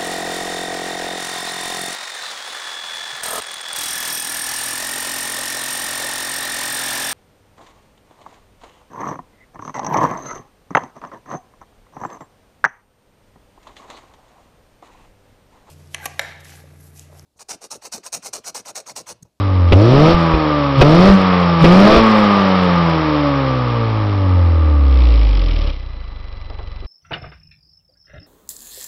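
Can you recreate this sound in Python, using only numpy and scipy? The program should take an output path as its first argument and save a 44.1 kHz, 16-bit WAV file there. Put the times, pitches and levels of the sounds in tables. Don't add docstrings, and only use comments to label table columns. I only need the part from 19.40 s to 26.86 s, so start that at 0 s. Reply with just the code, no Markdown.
import sys
import numpy as np
from scipy import signal
from scipy.fft import rfft, irfft, next_fast_len
from scipy.io import wavfile
from scipy.ndimage import uniform_filter1d

SR = 44100
rng = np.random.default_rng(int(sys.argv[2]) if len(sys.argv) > 2 else 0)


def magnitude_from_level(level_db):
    exponent = np.asarray(level_db, float) / 20
    return 10 ** exponent


def transcribe(u):
    v = np.clip(np.atleast_2d(u).T, -1, 1)
    q = np.round(v * 32767).astype(np.int16)
    wavfile.write(sys.argv[1], SR, q)


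N = 329191
FRAME = 64
IDLE_AT_S, IDLE_SETTLE_S, SUCK_SETTLE_S = 6.295, .018, .075


def evened(x):
    return x / np.sqrt(np.mean(abs(x) ** 2) + 1e-20)


def steadied(x):
    return x / np.sqrt(uniform_filter1d(x ** 2, size=3600) + 1e-12)


def summed_db(a_db, b_db):
    return 10 * np.log10(magnitude_from_level(a_db) ** 2 + magnitude_from_level(b_db) ** 2)


def wander(hz, count):
    pole = np.exp(-2 * np.pi * hz * FRAME / SR)
    return evened(signal.lfilter([1], [1, -pole], rng.standard_normal(count)))


def pipe(hz):
    # mode in Hz, width in Hz, level in dB
    modes = [(60.1, 23.9, -13.5), (89.3, 11.5, -11.5), (114, 75, -23), (164, 16, -16.5), (292.3, 73, -5),
             (413, 24, -6), (448.6, 34.4, -3), (530.6, 21, 2), (570.7, 25, 3), (838, 174, 1),
             (990, 40.6, 3), (1083.5, 74, 2.5), (1186.4, 65, 9), (1285, 100, -0.5)]
    response = 0
    for k, (mode_hz, width_hz, db) in enumerate(modes):
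        damping = 1j * width_hz * hz
        response = response + (-1) ** k * magnitude_from_level(db) * damping / (mode_hz * mode_hz - hz * hz + damping)
    return response


def noise(spectrum, ring=0.):
    size = next_fast_len(N)
    hz = np.fft.rfftfreq(size, 1 / SR)
    point_hz, point_db = np.transpose(spectrum)
    colour = magnitude_from_level(np.interp(np.log(hz + 1), np.log(point_hz), point_db))
    colour = colour * (abs(pipe(hz)) + .05) ** ring
    return evened(irfft(rfft(rng.standard_normal(N), size) * colour)[:N])


def yard():
    # frequency in Hz, level in dB per Hz
    yard_spectrum = [(70, -25), (120, 0), (300, -3), (440, -3), (1200, -6), (1550, -14), (2200, -14),
                     (3500, -18), (5600, -24)]
    return magnitude_from_level(-49.5) * noise(yard_spectrum)


def steps():
    # start in seconds, peak in dB, centre in Hz, t60 in seconds
    falls = [
        (7.098, -29, 430, .2),
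        (7.19, -28, 540, .16),
        (7.424, -32, 290, .16),
    ]
    out, t = np.zeros(N + 4000), np.arange(4000) / SR
    for start_s, db, hz, t60_s in falls:
        b, a = signal.butter(2, [hz * .6, hz * 1.7], "band", fs=SR)
        knock = evened(signal.lfilter(b, a, rng.standard_normal(len(t))))
        out[round(start_s * SR):][:len(t)] += magnitude_from_level(db - 5 - 60 * t / t60_s) * knock
    return out[:N]


def puffs():
    # start in seconds, peak in dB, swing in Hz, t60 in seconds, jet level in dB
    slugs = [
        (.322, 13, 57.4, 0.013, -6),
        (0.744, 1, 48.7, 0.042, -33),
        (0.938, -4, 58.2, 0.15, -19),
        (1.41, 12.5, 56.2, 0.036, 2),
        (1.691, -0.5, 56.5, 0.13, -30.5),
        (2.242, 0, 59, 0.038, -2.5),
        (2.566, -6, 54.8, 0.19, -22),
    ]
    # frequency in Hz, level in dB
    jet_spectrum = [(100, 0.5), (400, 13), (900, 0.5), (1500, -12.5), (2500, -1.5), (4000, -14),
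                    (6000, -25.5)]
    out, t, jet = np.zeros(N), np.arange(8000) / SR, noise(jet_spectrum)
    for start_s, db, hz, t60_s, jet_db in slugs:
        start = round(start_s * SR)
        part = slice(start, start + len(t))
        out[part] += magnitude_from_level(db - 60 * t / t60_s) * np.sin(2 * np.pi * hz * t)
        out[part] += magnitude_from_level(jet_db) * jet[part] * np.exp(-(t / .019) ** 4)
    return out


def firing_hz(t):
    # time in seconds, firings per second
    speed = [(0, 100.6), (.32, 83.8), (.63, 154.5), (.73, 171.5), (1.4, 133.6), (1.52, 158), (1.675, 197),
             (2.24, 162.5), (2.565, 228), (3.1, 189.5), (3.6, 158), (4.26, 122), (4.99, 88.2), (5.7, 58),
             (6.3, 33.2), (6.7, 25.2), (6.95, 23.1), (7.46, 23)]
    at_s, hz = np.transpose(speed)
    return np.interp(t, at_s, hz)


def pedal(t, on, off):
    blips = [
        (.315, .31, .69, .71),
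        (1.365, 1.39, 1.74, 1.7),
        (2.205, 2.23, 2.46, 2.57),
    ]
    open_s, shut_s = .02, .05
    share = 0
    for row in blips:
        ramp = np.minimum((t - row[on]) / open_s, 1 - (t - row[off]) / shut_s)
        share = share + np.clip(ramp, 0, 1)
    return share


def state(t):
    hz = firing_hz(t)
    idle = 1 - np.exp(-np.maximum(t - IDLE_AT_S, 0) / IDLE_SETTLE_S)
    return hz, np.log2(hz / 100), pedal(t, 1, 3), idle


def lingering(idle):
    return (1 - idle) ** (IDLE_SETTLE_S / SUCK_SETTLE_S)


def flow_db(t):
    hz, octave, throttle, idle = state(t)
    roar_db = summed_db(-28 + 13 * octave + 1.5 * throttle, -34.5 - 11 * idle)
    slowness = np.clip((72.3 - hz) / 10.7, 1e-3, 1)
    suck_db = -34.5 - 16.5 * (1 - lingering(idle)) + 20 * np.log10(slowness)
    lead_s, lead_db = .048, 5
    lead = np.clip(state(t + lead_s)[2] - throttle, 0, 1)
    hiss_db = summed_db(-38 + 11.5 * octave + 4.5 * throttle + lead_db * lead, suck_db)
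    return suck_db, roar_db, hiss_db


def gas(turns, pressure):
    # frequency in Hz, level in dB
    roar_spectrum = [(30, -29.5), (100, -30), (250, -13.5), (500, -9.5), (800, -12.5), (1200, -9.5),
                     (1400, -8), (1700, -6), (2100, -7), (6000, -37)]
    loaded_spectrum = [(20, 8.5), (60, -8.5), (150, 6), (300, 0.5), (600, 1), (900, -11), (1500, -26),
                       (2500, -18.5)]
    hiss_spectrum = [(900, -34), (1650, -17), (2000, -5), (2300, 0), (2700, -2), (3130, -1), (3900, -5),
                     (4600, -8), (5200, -7), (6000, -15)]
    draught_spectrum = [(150, -31.5), (260, -4), (550, 1), (700, -11.5), (1000, -36)]
    t = np.arange(N) / SR
    suck_db, roar_db, hiss_db = flow_db(t)
    hz, octave, throttle, idle = state(t)
    firing = (turns + .5).astype(int)
    strength = magnitude_from_level(0.5 * rng.standard_normal(int(turns[-1]) + 2))[firing]
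    swing = steadied(uniform_filter1d(pressure, size=60))
    flow = np.where(swing > 0, .5 * swing, -1.4 * swing) ** 1.15 + .05 + (hz / 105) ** 2
    pulsing = 1 + .2 * np.cos(2 * np.pi * (turns - .8))
    roar = magnitude_from_level(roar_db - 3) * evened(pulsing * strength * noise(roar_spectrum, ring=.6))
    load = throttle + .16 * (1 - idle)
    loaded = magnitude_from_level(-21.5 + 8.5 * octave) * load * noise(loaded_spectrum, ring=.13)
    hiss = magnitude_from_level(hiss_db) * steadied(flow * strength) * noise(hiss_spectrum)
    draught = magnitude_from_level(suck_db - 1 - 2.6 * idle) * noise(draught_spectrum, ring=.7)
    return roar + loaded + hiss + draught


def order_levels(t):
    # order of the firing rate, level in dB at 100 firings per s, dB per octave of speed,
    # dB added by full throttle, dB added at idle
    order_table = [(0.5, -19.5, 13, 1.2, 5), (1.0, 4.5, -1.04, 0.5, -10.5), (1.5, -27, 7, 7, 0),
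                   (2.0, -12, -3, 6, -10), (2.5, -24, 1.5, 0.5, -13.5), (3.0, -21.5, -5.5, 12.5, -11.5),
                   (3.5, -29.5, -2.5, 4, -13), (4.0, -24.5, -2.5, 3.5, -5), (5.0, -35.5, -11.5, 9, -27),
                   (6.0, -37, -5, 11.5, -14.5)]
    hz, octave, throttle, idle = state(t)
    own_db = {}
    for k, db, speed_db, load_db, idle_db in order_table:
        own_db[k] = db + speed_db * octave + load_db * throttle + idle_db * idle
    punch_db = 6 * (2 * pedal(t, 0, 2) - throttle)
    own_db[1] = own_db[1] + punch_db + 5 * lingering(idle) * idle
    return own_db


def orders(turns):
    # side chamber band in Hz, width in Hz, level in dB (swallowed on overrun)
    traps = [
        (166, 10, -7.5),
        (363, 25, -9.5),
        (667, 30, -5),
    ]
    at = np.arange(0, N + FRAME, FRAME)
    hz, octave, throttle, idle = state(at / SR)
    roar_db = flow_db(at / SR)[1]
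    own_db = order_levels(at / SR)
    heat_s = .14
    keep = np.exp(-FRAME / SR / heat_s)
    heat = signal.lfilter([1 - keep], [1, -keep], throttle)
    out = np.zeros(N)
    for k in np.r_[np.arange(1, 25) / 4, np.arange(13, 37) / 2]:
        whole, half = k % 1 == 0, k % .5 == 0
        order_hz = k * hz
        last = min(k, 6 if whole else 3.5)
        if half:
            low_db = own_db[last] - 4.5 * (k - last) - 5 * octave * (k > last)
        else:
            low_db = -60.5 + 19 * throttle + 6 * octave
        low_db = low_db + 3.5 * (heat - .3) * (not whole)
        if whole:
            kind_db = 0
        elif half:
            kind_db = -8 + 3 * throttle
        else:
            kind_db = -29 + 19 * throttle
        high = np.clip((order_hz - 640) / 120, 0, 1)
        upper_db = roar_db - 12.5 + kind_db - .31 * max(k - 6, 0)
        hot = 1 + .055 * throttle
        size = magnitude_from_level((1 - high) * low_db + high * upper_db) * pipe(order_hz / hot)
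        sharp = .44 * (k > 1.5) * (1 - throttle) * (1 - high) * (order_hz > 190)
        size = size * (1.6 * abs(pipe(order_hz))) ** sharp
        trap_db = sum(db * np.exp(-((order_hz - f) / w) ** 2) for f, w, db in traps)
        size = size * magnitude_from_level(trap_db * (k > 1.5) * (1 - throttle))
        through = magnitude_from_level(low_db - 11 + 11 * np.log2(order_hz / 300)) * (1 - high)
        size = size * np.sqrt(1 + throttle * (through / abs(size)) ** 2)
        size = size * magnitude_from_level(1.2 * min(k - 1, 1) * wander(2.5, len(at)))
        if k <= 4:
            size = abs(size) * np.exp(.19j * (k * k - 1))
        else:
            size = size * np.exp(2j * np.pi * rng.random())
        rough = np.clip((.02 + .02 * throttle) * k, 0, .25) + .12 * high
        smear = (wander(3.0, len(at)) + 1j * wander(9.6, len(at))) / np.sqrt(2)
        size = size * (np.sqrt(1 - rough ** 2) + rough * smear)
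        carrier = np.exp(2j * np.pi * k * turns)
        out += np.sqrt(2) * (np.interp(np.arange(N), at, size) * carrier).real
    return out


def scene():
    turns = np.cumsum(firing_hz(np.arange(N) / SR)) / SR + .6
    pressure = orders(turns)
    return (yard() + steps() + puffs() + gas(turns, pressure) + pressure)[None]


def low_pass(x):
    return signal.sosfilt(signal.butter(12, 15870, fs=SR, output="sos"), x)


def record(dry):
    # camera electronics tone in Hz, level in dB rms
    whine = [
        (2001, -56.5),
        (4000, -56),
    ]
    t = np.arange(N) / SR
    x = dry + sum(np.sqrt(2) * magnitude_from_level(db) * np.sin(2 * np.pi * hz * t) for hz, db in whine)
    x = np.clip(x, -.75, .75)
    band_limit = signal.firwin(201, 5750, window=("kaiser", 10), fs=SR)
    x = signal.oaconvolve(x, band_limit[None], "same")
    return low_pass(np.clip(x, -.715, .715))


dry = scene()
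out = record(dry)
transcribe(out)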